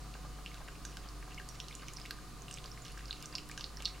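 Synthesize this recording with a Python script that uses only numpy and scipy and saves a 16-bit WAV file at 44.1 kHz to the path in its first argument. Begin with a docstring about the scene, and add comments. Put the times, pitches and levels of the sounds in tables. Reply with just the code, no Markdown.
"""Two cats lapping water

Close up, at a plastic double bowl in a small quiet room. Each lap is a soft crackle of wet tongue:
water films snap, small bubbles pop, a few ticks ring on, mouths smack. The bowl rings along.
Behind them a household appliance hums over a faint, slightly ringing hiss."""
import sys
import numpy as np
from scipy import signal
from scipy.fft import rfft, irfft
from scipy.io import wavfile

SR = 44100
rng = np.random.default_rng(int(sys.argv[2]) if len(sys.argv) > 2 else 0)


def unload_audio(sound):
    """Save the sound as a 16-bit wav file, at the path given as the first command line argument."""
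    columns = np.transpose(np.atleast_2d(sound))
    # keep every value between -1 and 1, then stretch to whole-number steps
    steps = np.round(np.clip(columns, -1, 1) * 32767)
    wavfile.write(sys.argv[1], SR, steps.astype(np.int16))


N = 176400

# room hiss spectrum: freq_hz, relative_density_db
HISS_SPECTRUM = [(15, 16.5), (30, 17), (65, 10.5), (105, 9.5), (150, 12.5), (210, 7.5), (330, 6), (500, 4),
                 (620, -1.5), (880, -1), (1050, 1), (1400, -1.5), (1650, -3.5), (2800, -5.5), (3300, -7),
                 (4400, -3.5), (6000, -7.5), (7500, -10), (10000, -10.5), (12000, -15.5), (16000, -18)]
# hiss resonances: freq_hz, width_hz, lift_db
HISS_RESONANCES = [(1212, 102, 9.5), (1040, 40, 5.5), (1475, 30, 4), (3000, 20, 8), (4110, 40, 4),
                   (4535, 50, 3), (6520, 60, 6.5), (7040, 150, 6.5), (7915, 45, 6), (8554, 20, 10),
                   (9243, 22, 8)]
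# hiss likeness between channels: freq_hz, correlation
HISS_CORRELATION = [(25, 0.54), (70, 0.24), (160, 0.83), (500, 0.55), (1200, 0.87), (4000, 0.65),
                    (8000, 0.56), (15000, 0.39)]
# hiss balance: freq_hz, left_minus_right_db
HISS_BALANCE = [(100, -4), (600, 2.5), (1200, 2), (3000, -1), (7000, -3), (14000, -1)]
# appliance hum lines: pitch_hz, base_level_db
HUM_LINES = [(120, -63.5), (149.5, -64), (181, -70.5), (245, -79), (393, -77), (689, -75.5), (737.5, -70)]
# swell common to those lines: time_s, gain_db
HUM_SWELL = [(0, 1), (.8, 0.5), (1.3, 2), (1.8, -1), (2.35, 2.5), (3.1, -0.5), (4, 0.5)]
# lowest hum: time_s, level_db
DRONE_LEVELS = [(0.0, -46.5), (0.04, -48.5), (0.33, -47), (0.78, -53.5), (0.89, -48), (0.98, -51),
                (1.21, -46.5), (1.28, -51.5), (2.68, -53.5), (2.77, -50), (2.84, -61), (2.92, -49.5),
                (3.06, -46.5), (3.25, -60), (3.31, -56), (3.52, -55.5), (3.83, -48), (4.0, -51)]
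# motor line that comes and goes: time_s, level_db
MOTOR_LEVELS = [(0.0, -64.5), (0.13, -63), (0.52, -71), (1.16, -62), (1.54, -72.5), (2.18, -64),
                (2.64, -72.5), (3.53, -61), (3.9, -79.5), (4.0, -61)]
# echoes off bowl and floor: delay_s, gain_db
ECHOES = [(.0008, -23.5), (.0017, -16.5), (.0037, -14.5), (.0069, -20)]
# bowl resonances: freq_hz, gain_db, t60_s
BOWL_MODES = [(1580, -25, .013), (2760, -22, .014)]
# balance of the cats: freq_hz, left_minus_right_db
CAT_BALANCE = [(1500, 0.5), (2800, 0), (4200, -4.5), (6000, -5), (9000, -5.5), (14000, -2)]
# cats settling: peak_s, half_width_s, level_db, centre_hz, spread_oct
RUSTLE = (-0.64, 0.6, -58, 4600, .6)
# low mouth smacks: start_s, level_db, centre_hz
GULPS = [(.056, -46.5, 970), (.151, -43, 980), (.247, -43, 850), (.385, -44.5, 956), (.605, -42.5, 630),
         (0.613, -44.5, 1150), (1.057, -46, 870), (1.276, -42.5, 942), (1.832, -43.5, 1290),
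         (2.649, -46, 900), (3.34, -45.5, 850), (3.594, -46, 890), (3.802, -43.5, 780), (3.812, -49, 1050)]
# thin ringing after sharp ticks: start_s, level_db, pitch_hz, decay_s
PINGS = [(.853, -45, 5880, 0.043), (1.489, -43, 5690, .026), (1.603, -45, 5690, .022),
         (3.577, -41.5, 5900, 0.032)]
# bubble pops: start_s, level_db, pitch_hz, decay_s
POPS = [(0.461, -39, 2530, 0.0005), (0.515, -47, 2210, 0.0013), (0.678, -47, 1800, .001),
        (0.686, -43, 1450, 0.00073), (.754, -50.5, 2640, .0008), (0.8525, -39.5, 6240, .0007),
        (1.377, -39.5, 2120, 0.0036), (1.383, -42.5, 2870, 0.0013), (1.641, -46.5, 3730, .0012),
        (1.71, -45, 2230, 0.00099), (1.965, -46, 5900, .0004), (1.9697, -38.5, 5300, 0.00021),
        (2.015, -42.5, 5080, .0007), (2.186, -49.5, 1550, 0.0013), (2.421, -46, 6100, 0.0002),
        (2.716, -42, 5170, 0.00055), (2.775, -45.5, 1990, 0.00066), (2.821, -45.5, 6950, 0.00053),
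        (2.919, -51, 10500, 0.00092), (3.007, -47, 1900, .0015), (3.095, -48, 1510, 0.0013),
        (3.1089, -29.5, 4080, 0.00037), (3.326, -46, 4900, .0008), (3.3531, -30, 4870, 0.00025),
        (3.358, -36, 4700, 0.00035), (3.6422, -31.5, 4200, 0.00018), (3.773, -48.5, 1690, 0.0022),
        (3.8491, -36, 4800, 0.00044), (3.855, -24.5, 4170, 0.00068), (3.8555, -40, 2740, 0.00086),
        (3.8554, -35, 5430, 0.00063), (3.8589, -28.5, 3950, 0.0009)]
# wet tongue ticks: start_s, level_db, centre_hz, spread_oct
TICKS = [(.1405, -46, 2910, 0.62), (.4615, -43, 3260, 0.65), (0.4767, -45, 2920, 0.62),
         (0.544, -45, 3920, 0.83), (0.851, -44, 1560, 0.27), (0.9698, -46, 1600, 0.2),
         (0.6841, -45, 2100, 0.94), (0.8512, -38.5, 4970, 0.52), (0.9706, -40, 3845, 0.74),
         (1.088, -45, 5340, 0.29), (1.227, -45, 1700, 0.3), (1.345, -46.5, 5820, 0.18),
         (1.398, -47, 1980, 1.1), (1.399, -39.5, 1580, 0.19), (1.489, -40.5, 6560, 0.55),
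         (1.555, -50, 5200, 0.36), (1.6015, -34, 3960, 0.42), (1.684, -41, 4660, 0.43),
         (1.727, -47, 3040, .45), (1.752, -38, 6760, 0.27), (1.821, -48, 4400, 0.18),
         (1.825, -49, 1746, 0.22), (1.8835, -40.5, 5670, 0.15), (1.884, -42, 2800, 0.25),
         (1.9355, -42, 7560, 0.4), (1.985, -46.5, 1900, 0.27), (1.9996, -44.5, 2500, 1.2),
         (2.054, -41.5, 2230, 0.17), (2.0596, -42, 2800, 0.97), (2.1077, -38, 1685, 0.36),
         (2.109, -33, 3630, 0.55), (2.109, -43, 12900, 0.65), (2.4826, -44, 2900, 0.33),
         (2.5105, -41, 2520, 0.38), (2.5122, -41.5, 7100, 0.27), (2.5273, -44, 6200, 0.33),
         (2.5406, -37.5, 6340, 0.22), (2.562, -51, 6640, .15), (2.5739, -43, 2600, 0.4),
         (2.5851, -42.5, 3190, 0.47), (2.642, -42.5, 3930, 0.53), (2.659, -41, 4720, 0.2),
         (2.85, -44, 4930, 0.32), (2.854, -46, 2670, .45), (2.8653, -46, 3900, 0.49),
         (2.8816, -45, 3800, .7), (2.901, -50, 2200, .4), (2.975, -43.5, 1680, 0.3), (2.978, -48, 5700, .2),
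         (2.993, -47, 2200, .45), (3.0563, -43.5, 5190, 0.21), (3.083, -46, 4900, .15),
         (3.1285, -37, 3370, 0.48), (3.226, -41.5, 6050, 0.83), (3.258, -38, 6460, 0.27),
         (3.3524, -35, 3500, 0.61), (3.3829, -36, 3800, 0.38), (3.49, -46, 8050, 1),
         (3.4966, -42, 1900, 0.15), (3.514, -41.5, 5800, 0.4), (3.515, -42.5, 2300, 0.12),
         (3.5772, -42, 1570, 0.13), (3.577, -36.5, 3930, 0.7), (3.595, -46, 4100, .35),
         (3.6096, -35.5, 4130, 0.39), (3.7708, -40, 5200, 0.2), (3.8042, -42.5, 3030, 0.32),
         (3.8229, -41.5, 4700, 1.1), (3.8546, -28.5, 3900, 0.42), (3.8592, -38, 3900, 0.46),
         (3.878, -42, 3100, 0.49)]
# crackle of each lap: middle_s, length_s, level_db, centre_hz
LAPS = [(0.465, 0.061, -67, 2950), (0.561, 0.092, -64.5, 2770), (0.92, 0.081, -65, 3010),
        (1.047, 0.072, -65.5, 2580), (1.319, 0.054, -61, 2470), (1.411, 0.049, -70, 2010),
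        (1.551, 0.034, -62.5, 3500), (1.711, 0.11, -64.5, 3560), (1.81, 0.052, -63.5, 3080),
        (1.891, 0.067, -61.5, 3160), (2.024, 0.13, -68, 3400), (2.533, .12, -64, 4500),
        (2.656, 0.062, -64, 3900), (2.885, 0.098, -61.5, 3500), (3.01, .1, -66, 2700),
        (3.13, 0.15, -64, 4270), (3.225, .07, -60.5, 2940), (3.331, 0.042, -60.5, 2300),
        (3.387, 0.044, -65, 3960), (3.516, 0.056, -64, 3180), (3.616, 0.1, -63, 3740),
        (3.814, 0.076, -63, 2720), (3.883, .05, -57.5, 4210), (3.959, 0.071, -64.5, 2620)]
# room decay: freq_hz, t60_s
ROOM_T60 = [(500, 0.19), (4000, 0.21), (7000, 0.27), (15000, 0.048)]

RING_RISE_S, WOBBLE_STEP_S = 0.0011, 0.0011
BAND_LIMIT_HZ = 15950


def amp(db):
    """Decibels to gain."""
    return 10 ** (np.asarray(db) / 20)


def unit(x):
    """Scale to rms 1."""
    return x / np.sqrt(np.mean(x ** 2) + 1e-20)


def unit_energy(x):
    """Scale to the energy of 1 ms at rms 1."""
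    return x / np.linalg.norm(x) * np.sqrt(SR / 1000)


def at_hz(table, hz):
    """Interpolate on a log-frequency axis."""
    freq_hz, value = np.transpose(table)
    return np.interp(np.log(hz + 1), np.log(freq_hz + 1), value)


def gain_curve(table):
    """Gain per sample from (time_s, level_db) points."""
    return amp(np.interp(np.arange(N) / SR, *np.transpose(table)))


def add(mix, start_s, sound):
    """Mix a sound in at start_s."""
    part = mix[max(round(start_s * SR), 0):][:len(sound)]
    part += sound[:len(part)]


def wander(rate_hz):
    """Slow random motion, rms 1."""
    hz = np.fft.rfftfreq(N, 1 / SR)
    lowpass = np.exp(-(hz / rate_hz) ** 2) * (hz > 0)
    return unit(irfft(rfft(rng.standard_normal(N)) * lowpass, N))


def pan(x, balance):
    """Frequency-dependent stereo balance."""
    lean_db = at_hz(balance, np.fft.rfftfreq(2 * N, 1 / SR)) / 2
    return irfft(rfft(x, 2 * N) * amp([lean_db, -lean_db]))[:, :N]


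def hiss(level_db=-52):
    """Steady room noise with narrow resonances."""
    hz = np.fft.rfftfreq(N, 1 / SR)
    left, other = rfft(rng.standard_normal((2, N)))
    correlation = at_hz(HISS_CORRELATION, hz)
    right = correlation * left + np.sqrt(1 - correlation ** 2) * other
    density_db = at_hz(HISS_SPECTRUM, hz)
    for freq_hz, width_hz, lift_db in HISS_RESONANCES:
        density_db += lift_db / (1 + (2 * (hz - freq_hz) / width_hz) ** 2)
    noise = irfft(np.array([left, right]) * amp(density_db), N)
    return amp(level_db) * pan(unit(noise), HISS_BALANCE)


def hum_line(pitch_hz, drift_hz=0.91):
    """Drifting sine, rms 1."""
    cycles = np.cumsum(pitch_hz + drift_hz * wander(rate_hz=3.6)) / SR
    return np.sqrt(2) * np.sin(2 * np.pi * (cycles + rng.random()))


def appliance_hum(waver_db=2.6):
    """Wavering motor lines over a low drone that swells and dips."""
    lines = sum(amp(db + waver_db * wander(rate_hz=6.4)) * hum_line(hz) for hz, db in HUM_LINES)
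    drone = gain_curve(DRONE_LEVELS) * hum_line(pitch_hz=49.2, drift_hz=0.92)
    motor = gain_curve(MOTOR_LEVELS) * hum_line(pitch_hz=300)
    return drone + motor + gain_curve(HUM_SWELL) * lines


def room(x, tail_db=-10, rise_s=0.0021, mid_share=0.96):
    """Direct sound, near echoes and a short diffuse tail, mostly alike in both channels."""
    mid, side = rng.standard_normal((2, 20000))
    noise = np.sqrt(mid_share) * mid + np.sqrt(1 - mid_share) * np.array([side, -side])
    hz, t, bands = signal.stft(noise, SR, nperseg=256)
    decay = amp(-60 * t / at_hz(ROOM_T60, hz)[:, None])
    tail = signal.istft(bands * decay, SR, nperseg=256)[1]
    tail *= np.minimum(np.arange(tail.shape[1]) / SR / rise_s, 1)
    response = amp(tail_db) * tail / np.linalg.norm(tail[0])
    response[:, 0] += 1
    for delay_s, gain_db in ECHOES:
        response[:, round(delay_s * SR)] += amp(gain_db)
    return signal.fftconvolve(x[None], response, axes=1)[:, :N]


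def bowl(x, size=14000):
    """The plastic bowl rings along in damped modes."""
    t = np.arange(size) / SR
    modes = sum(amp(gain_db) * unit(amp(-60 * t / t60_s) * np.cos(2 * np.pi * hz * t))
                for hz, gain_db, t60_s in BOWL_MODES)
    return x + signal.fftconvolve(x, modes / np.sqrt(size))[:N]


def click(centre_hz, spread_oct, skirt_db=-22.5, lowpass_hz=12800):
    """Band-shaped impulse: a water film's snap coloured by the mouth. Also a noise filter."""
    hz = abs(np.fft.fftfreq(512, 1 / SR)) + 20
    octaves = np.log2(hz / centre_hz)
    gain = np.exp(-(octaves / spread_oct) ** 2 / 2) + amp(skirt_db) / (1 + (octaves / 2) ** 4)
    gain /= np.sqrt(1 + (hz / lowpass_hz) ** 4)
    minimum_phase = np.exp(np.conj(signal.hilbert(np.log(gain))))
    return unit_energy(np.fft.ifft(minimum_phase).real)


def rustle(peak_s, half_width_s, level_db, centre_hz, spread_oct):
    """High noise like brushing fur; with peak_s below zero only its fade is heard."""
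    noise = signal.oaconvolve(rng.standard_normal(N), click(centre_hz, spread_oct))[:N]
    envelope = np.exp(-((np.arange(N) / SR - peak_s) / half_width_s) ** 2)
    return amp(level_db) * unit(noise) * envelope


def gulp(centre_hz, decay_s=0.0034):
    """Short puff in the hollow of the mouth."""
    t = np.arange(2000) / SR
    puff = rng.standard_normal(len(t)) * np.sqrt(t) * np.exp(-t / decay_s)
    return unit_energy(np.convolve(click(centre_hz, spread_oct=0.52), puff))


def water_wobble(t, depth, steps):
    """Random fractional pitch shift from moving water."""
    return depth * np.interp(t / WOBBLE_STEP_S, np.arange(steps), rng.standard_normal(steps))


def ping(pitch_hz, decay_s, sag_per_s=0.5, overtone_ratio=1.065, overtone_db=-8):
    """Two close partials ring on after a tick, wobbling and sinking slightly."""
    t = np.arange(0, 5 * decay_s, 1 / SR)
    hz = pitch_hz * (1 - sag_per_s * t + water_wobble(t, depth=0.022, steps=256))
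    phase = 2 * np.pi * np.cumsum(hz) / SR
    partials = np.sin(phase) + amp(overtone_db) * np.sin(overtone_ratio * phase)
    envelope = (1 - np.exp(-t / RING_RISE_S)) * np.exp(-t / decay_s)
    return unit_energy(envelope * partials)


def bubble_pop(pitch_hz, decay_s, glide_depth=0.053, glide_s=0.0027):
    """A tiny bubble swells and rings out, its pitch wobbling and rising slightly."""
    t = np.arange(0, 6 * decay_s + 3 * RING_RISE_S, 1 / SR)
    envelope = (1 - np.exp(-(t / RING_RISE_S) ** 2)) * np.exp(-t / decay_s)
    glide = glide_depth * (1 - np.exp(-t / glide_s))
    hz = pitch_hz * (1 + glide + water_wobble(t, depth=0.053, steps=128))
    return unit_energy(envelope * np.sin(2 * np.pi * np.cumsum(hz) / SR))


def tongue_tick(centre_hz, spread_oct, tear_s=0.00063, tear_db=1, size=256):
    """One snap, then about 1 ms of smaller ones as the water film tears."""
    decay = np.exp(-np.arange(size) / SR / tear_s)
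    rips = rng.standard_normal(size) * decay * (1 - decay)
    snap = click(centre_hz, spread_oct)
    tear = amp(tear_db) * unit_energy(np.convolve(snap, rips))
    return unit_energy(np.pad(snap, (0, size - 1)) + tear)


def lap_crackle(length_s, centre_hz, rate_per_s=750, scatter_oct=1.194, bubble_share=0.65):
    """Tiny bubbles and clicks that swell and fade over one lap; rms 1."""
    out = np.zeros(int(length_s * SR) + 600)
    grains = rng.random((128, 5))[:int(length_s * rate_per_s)]
    for position, size_draw, up, down, kind in grains:
        size_db = 3.5 * min(-np.log(size_draw), 3)
        swell = np.sin(np.pi * position) ** 0.5
        hz = min(centre_hz * 2 ** (scatter_oct * (up - down)), BAND_LIMIT_HZ)
        if kind < bubble_share:
            grain = bubble_pop(hz, decay_s=4.3 / hz)  # 4.3 cycles
        else:
            grain = click(hz, spread_oct=0.6)
        add(out, position * length_s, swell * amp(size_db) * grain)
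    return unit(out)


def lapping():
    """Tongue, water and mouth sounds of both cats."""
    out = np.zeros(N)
    for start_s, level_db, centre_hz, spread_oct in TICKS:
        add(out, start_s, amp(level_db) * tongue_tick(centre_hz, spread_oct))
    for start_s, level_db, pitch_hz, decay_s in POPS:
        add(out, start_s, amp(level_db) * bubble_pop(pitch_hz, decay_s))
    for start_s, level_db, pitch_hz, decay_s in PINGS:
        add(out, start_s, amp(level_db) * ping(pitch_hz, decay_s))
    for start_s, level_db, centre_hz in GULPS:
        add(out, start_s, amp(level_db) * gulp(centre_hz))
    for middle_s, length_s, level_db, centre_hz in LAPS:
        add(out, middle_s - length_s / 2, amp(level_db) * lap_crackle(length_s, centre_hz))
    return out


def scene():
    """Hiss and hum, with the cats slightly to the right."""
    background = hiss() + appliance_hum()
    cats = room(bowl(lapping() + rustle(*RUSTLE)))
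    return background + pan(cats, CAT_BALANCE)


def record(dry):
    """Steep low-pass at the band limit."""
    lowpass = signal.firwin(511, BAND_LIMIT_HZ, window=("kaiser", 9), fs=SR)
    return signal.oaconvolve(dry, lowpass[None], "same")


dry = scene()
out = record(dry)
unload_audio(out)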